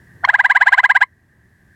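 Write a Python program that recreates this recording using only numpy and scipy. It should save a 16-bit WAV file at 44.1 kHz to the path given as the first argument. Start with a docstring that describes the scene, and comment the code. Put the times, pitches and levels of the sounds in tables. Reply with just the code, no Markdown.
"""Wet reeds at night: a tree frog, close by, gives an opening chirp and a trill of fourteen pulses.
Each pulse is a rising larynx tone whose second harmonic sweeps through the vocal sac's resonance.
Air rasps in the larynx, a thin whistle falls above each pulse, and soft hiss lies under the call.
Reeds scatter the call; behind it are a far frog chorus, faint hiss and a low rumble."""
import sys
import numpy as np
from scipy import signal
from scipy.fft import rfft, irfft
from scipy.io import wavfile
from scipy.ndimage import uniform_filter1d

SR = 44100
rng = np.random.default_rng(int(sys.argv[2]) if len(sys.argv) > 2 else 0)


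def transcribe(u):
    """Save the signal u as a 16-bit wav file named by the first command-line argument.

    u: samples, shape (n,) or (channels, n), limited to [-1, 1]; the rate is SR.
    q: integer samples, one column per channel.
    """
    v = np.clip(np.atleast_2d(u).T, -1, 1)
    q = np.round(v * 32767).astype(np.int16)
    wavfile.write(sys.argv[1], SR, q)


N = 77175

# background spectra: freq_hz, level_db
CHORUS_SPECTRUM = [(1000, -39.5), (1420, -25.5), (1570, -0.5), (1750, 1.5), (1930, -0.5), (2100, -14.5),
                   (2500, -30.5), (4000, -59.5)]
RUMBLE_SPECTRUM = [(20, -21), (45, -10.5), (80, -1.5), (115, -0.5), (190, -7.5), (260, -13.5), (370, -14.5),
                   (480, -23.5), (1100, -26.5), (2500, -39.5), (5000, -55.5)]
HISS_SPECTRUM = [(500, 4), (3000, -2), (6000, -3.5), (12000, -4), (16000, -13.5)]
# rumble envelope: time_s, level_db
RUMBLE_ENVELOPE = [(0, -49.5), (.25, -47.5), (.4, -57.5), (.8, -59.5), (1.1, -58), (1.4, -54.5),
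                   (1.75, -53.5)]
# chorus and faint hiss envelope: time_s, gain_db
FAR_ENVELOPE = [(0, 5), (.22, 5.5), (.4, -2), (1.1, -4.5), (1.4, -2), (1.75, 1.5)]
# hiss under the call: freq_hz, level_db
CALL_HISS_SPECTRUM = [(200, -26), (500, -19.5), (700, 1), (1300, -3.5), (1800, 5.5), (2500, -11.5),
                      (4200, -20), (5200, -39.5), (8000, -35), (14000, -52)]
# its envelope: time_s, level_db
CALL_HISS_ENVELOPE = [(.225, -74), (.24, -34), (.262, -32), (.27, -52.5), (.288, -25), (.31, -34.5),
                      (.33, -42), (.6, -40.5), (.74, -37.5), (.82, -47.5), (1.03, -50.5), (1.07, -71.5)]
# blips ahead of the chirp and the trill: centre_s, level_db
BLIPS = [(0.232, -38.5), (.2780, -20.5)]
# opening chirp: time_s, pitch_hz, level_db, overtones_db
CHIRP_TRACK = [(0.2357, 698.4, -60.5, -70), (0.2369, 680, -24, -54.5), (0.243, 757, -21.5, -57),
               (0.243, 916, -16.5, -49.5), (0.2484, 924, -12.5, -41.5), (0.2486, 1038, -14, -22.5),
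               (0.251, 1075, -7, -19), (.2550, 1044, -16.5, -38.5), (.2590, 1040, -31, -55),
               (.2640, 1000, -61, -82.5)]
# trill, timed from the sac's ring:
# ring_s, gain_db, pitch_ratio, lead_ms, hold_ms, swell_db_per_ms, overtones_db
TRILL_PULSES = [(.2960, -.5, 1.025, 14, 11, 0, -3), (0.348, -1, 1.02, 21, 12, .2, -4),
                (.4007, -1, 1.015, 20, 11.5, 0.3747, -4), (.4530, -1.53, 1.008, 17.8, 13.3, 0.3373, -2),
                (0.507, -1.5, 1.005, 15, 15.5, 0.3377, -2), (0.5614, -1, 1.002, 14, 15.4, 0.3861, -2.5),
                (0.6185, 0, 1.019, 19.7, 15.1, 0.31, -2), (0.6749, -0.5, 1.008, 18, 16.8, 0.2444, -1.5),
                (.7321, -0.5, 1.005, 12.6, 17, 0.23, -1), (0.788, -1, 1.0, 18.3, 16.4, 0.36, -1),
                (0.8463, -1, 1.002, 16.2, 15.8, 0.3739, -1), (0.9044, -0.5, 1.0, 14, 15.3, 0.3537, -1),
                (0.9611, -0.46, 1.002, 16.2, 14.4, .3, -0.5), (1.0209, -0.5, 1.006, 16, 16.25, 0.3042, -1)]
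# glide of every pulse: from_ring_ms, pitch_hz
PULSE_GLIDE = [(-15.5, 610), (-8.5, 725), (-5.5, 778), (1.74, 835), (4, 898.4), (6, 975), (12.5, 1007),
               (25, 1085)]
# larynx harmonics, third upward: level_db
LARYNX_OVERTONES_DB = [-27.5, -29.5, -42, -53, -50, -49, -59.5, -64.5]
# air through the larynx: freq_hz, level_db
RASP_SPECTRUM = [(450, -33.5), (700, 3), (1150, 4.5), (1600, 4.5), (3300, 2.5), (4300, -4), (5500, -20.5),
                 (7500, -5.5), (9500, -28.5), (14500, -34), (17000, -41.5)]
# scatter from the reeds: freq_hz, level_db
SCATTER_SPECTRUM = [(300, -9.5), (900, 2), (1800, 0), (3500, -2.5), (8000, 0.5), (16000, -2)]

VOICE_DB, SECOND_HARMONIC_DB, RASP_DB = -16.5, -1.5, -31
JITTER_RATIO, SHIMMER_DB, SPUTTER_DB = .016, .52, 4.5


def undb(db):
    """Decibels to gain."""
    return 10 ** (np.asarray(db) / 20)


def curve(rows, at, outside=None):
    """Linear interpolation of a two-column table."""
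    return np.interp(at, *np.array(rows, float).T, left=outside, right=outside)


def noise(spectrum):
    """Unit-rms noise shaped by freq_hz, level_db rows."""
    hz, db = np.array(spectrum, float).T
    bins_hz = np.maximum(np.arange(N // 2 + 1) * SR / N, 1)
    gain = undb(np.interp(np.log(bins_hz), np.log(hz), db))
    x = irfft(rfft(rng.standard_normal(N)) * gain, N)
    return x / x.std()


def walk(rate_hz):
    """Smooth random drift, unit spread."""
    width = max(int(SR / rate_hz), 1)
    x = uniform_filter1d(uniform_filter1d(rng.standard_normal(N), width), width)
    return x / x.std()


def ramps_db(ms, full_ms, fade_ms, attack_db_per_ms, release_db_per_ms=3.5):
    """Attack, hold at 0 dB, release."""
    attack_db = attack_db_per_ms * np.maximum(full_ms - ms, 0)
    return -attack_db - release_db_per_ms * np.maximum(ms - fade_ms, 0)


def night(t, chorus_db=-59.5, hiss_db=-70.5):
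    """Many far frogs blur into a flickering band, over rumble and faint hiss."""
    chorus = noise(CHORUS_SPECTRUM) * undb(chorus_db + 1.5 * walk(40))
    rumble = noise(RUMBLE_SPECTRUM) * undb(curve(RUMBLE_ENVELOPE, t) + 1.2 * walk(20))
    hiss = noise(HISS_SPECTRUM) * undb(hiss_db)
    return rumble + (chorus + hiss) * undb(curve(FAR_ENVELOPE, t))


def call_hiss(t):
    """Soft hiss under and between the pulses."""
    return noise(CALL_HISS_SPECTRUM) * undb(curve(CALL_HISS_ENVELOPE, t, outside=-np.inf))


def false_starts(t, pitch_hz=734, width_s=.002):
    """Faint blips of voice before the trill gets going."""
    phase = 2 * np.pi * pitch_hz * t
    envelope = sum(undb(db) * np.exp(-((t - centre_s) / width_s) ** 2) for centre_s, db in BLIPS)
    return envelope * (np.sin(phase) + undb(-14.5) * np.sin(2 * phase))


def opening_chirp(t):
    """One quick upward note that turns bright."""
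    time_s, pitch_hz, level_db, overtones_db = np.array(CHIRP_TRACK).T
    hz = np.interp(t, time_s, pitch_hz) * (1 + JITTER_RATIO * walk(600))
    phase = 2 * np.pi * np.cumsum(hz) / SR
    push, bright = (undb(np.interp(t, time_s, db, left=-np.inf, right=-np.inf))
                    for db in (level_db, overtones_db))
    tone = np.sin(phase) + undb(-4) * np.sin(2 * phase)
    overtones = np.sin(3 * phase) + undb(-3) * np.sin(4 * phase)
    return push * tone + bright * overtones


def squeak(t, centre_s=.2525, width_s=.0026, centre_hz=5600, rise_hz_per_s=280000, level_db=-33.5):
    """A rising squeak late in the chirp."""
    offset_s = t - centre_s
    phase = 2 * np.pi * offset_s * (centre_hz + rise_hz_per_s * offset_s / 2)
    return undb(level_db) * np.exp(-(offset_s / width_s) ** 2) * np.sin(phase)


def trill(t, full_ms=-7, settled_ms=-5, settling_ms=8, dull_early_ms=4.6):
    """Each push of air through the larynx swells, glides up and dies away. 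Returns voice, rasp."""
    voice, rasp = np.zeros(N), np.zeros(N)
    sputter_db = SPUTTER_DB * walk(1000)
    waver = 1 + JITTER_RATIO * walk(600)
    shimmer = undb(SHIMMER_DB * walk(540))
    air = noise(RASP_SPECTRUM) * undb(RASP_DB)
    for ring_s, gain_db, pitch_ratio, lead_ms, hold_ms, swell_db_per_ms, overtones_db in TRILL_PULSES:
        near = np.abs(t - ring_s) < .05
        ms = (t[near] - ring_s) * 1000
        gate = np.clip(ms + lead_ms, 0, 1)
        push_db = ramps_db(ms, full_ms, hold_ms, attack_db_per_ms=2.13)
        push_db += swell_db_per_ms * np.minimum(ms, hold_ms)
        # the larynx sputters until its vibration settles
        push_db += sputter_db[near] * np.clip((settled_ms - ms) / settling_ms, 0, 1)
        push = gate * undb(VOICE_DB + gain_db + push_db)
        # overtones and rasp sound mid-pulse only
        bright_db = ramps_db(ms, full_ms, hold_ms - dull_early_ms, attack_db_per_ms=2)
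        bright = gate * undb(overtones_db + bright_db)
        phase = 2 * np.pi * np.cumsum(curve(PULSE_GLIDE, ms) * pitch_ratio * waver[near]) / SR
        tone = np.sin(phase) + undb(SECOND_HARMONIC_DB) * np.sin(2 * phase)
        overtones = sum(undb(db) * np.sin(k * phase) for k, db in enumerate(LARYNX_OVERTONES_DB, 3))
        voice[near] += shimmer[near] * (push * tone + bright * overtones)
        rasp[near] += bright * air[near]
    return voice, rasp


def whistle(t, settled_hz=11930, sharp_hz=3500, fall_hz_per_ms=57, settle_s=.093,
            peak_ms=5, width_ms=9.5, settled_db=-48):
    """A thin falling tone on each pulse; higher and fainter early in the trill."""
    whistles = np.zeros(N)
    waver = 1 + .003 * walk(900)
    flicker = undb(settled_db + 3 * walk(250))
    call_start_s = CHIRP_TRACK[0][0]
    for ring_s, *_ in TRILL_PULSES:
        near = np.abs(t - ring_s) < .05
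        ms = (t[near] - ring_s) * 1000
        unsettled = np.exp(-(ring_s - call_start_s) / settle_s)
        hz = (settled_hz + sharp_hz * unsettled - fall_hz_per_ms * ms) * waver[near]
        envelope = (1 - unsettled) ** 3 * np.exp(-((ms - peak_ms) / width_ms) ** 2)
        whistles[near] += flicker[near] * envelope * np.sin(2 * np.pi * np.cumsum(hz) / SR)
    return whistles


def vocal_sac(voice, ring_hz=1617, width_hz=133, ring_db=17, low_cut_hz=608):
    """The small body gives off no bass; the sac rings at one pitch."""
    hz = np.maximum(np.arange(N // 2 + 1) * SR / N, 1)
    body = 1 / np.sqrt(1 + (low_cut_hz / hz) ** 24)
    ring = 1 / (1 + 1j * (hz ** 2 - ring_hz ** 2) / (hz * width_hz))
    return irfft(rfft(voice) * body * (1 + undb(ring_db) * ring), N)


def reeds(call, t, gain_db=-26.5, t60_s=.075, delay_s=.0016):
    """Short, dense scatter from stems and water."""
    tail = noise(SCATTER_SPECTRUM) * undb(-60 * t / t60_s) * (t > delay_s)
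    tail /= np.sqrt(np.sum(tail ** 2))
    return undb(gain_db) * signal.fftconvolve(call, tail)[:N]


def scene():
    """Near frog, its scatter and the night; mono."""
    t = np.arange(N) / SR
    pulses, rasp = trill(t)
    air = rasp + whistle(t)
    voice = false_starts(t) + opening_chirp(t) + squeak(t) + pulses
    frog = vocal_sac(voice) + air + call_hiss(t)
    return (frog + reeds(frog, t) + night(t))[None]


def record(dry):
    """Soft peak limiting, then a low-pass."""
    ceiling, knee, cutoff_hz = 1.2, 3.3, 17000
    limited = dry / (1 + np.abs(dry / ceiling) ** (2 * knee)) ** (.5 / knee)
    return signal.sosfilt(signal.ellip(8, .2, 70, cutoff_hz, fs=SR, output="sos"), limited)


dry = scene()
out = record(dry)
transcribe(out)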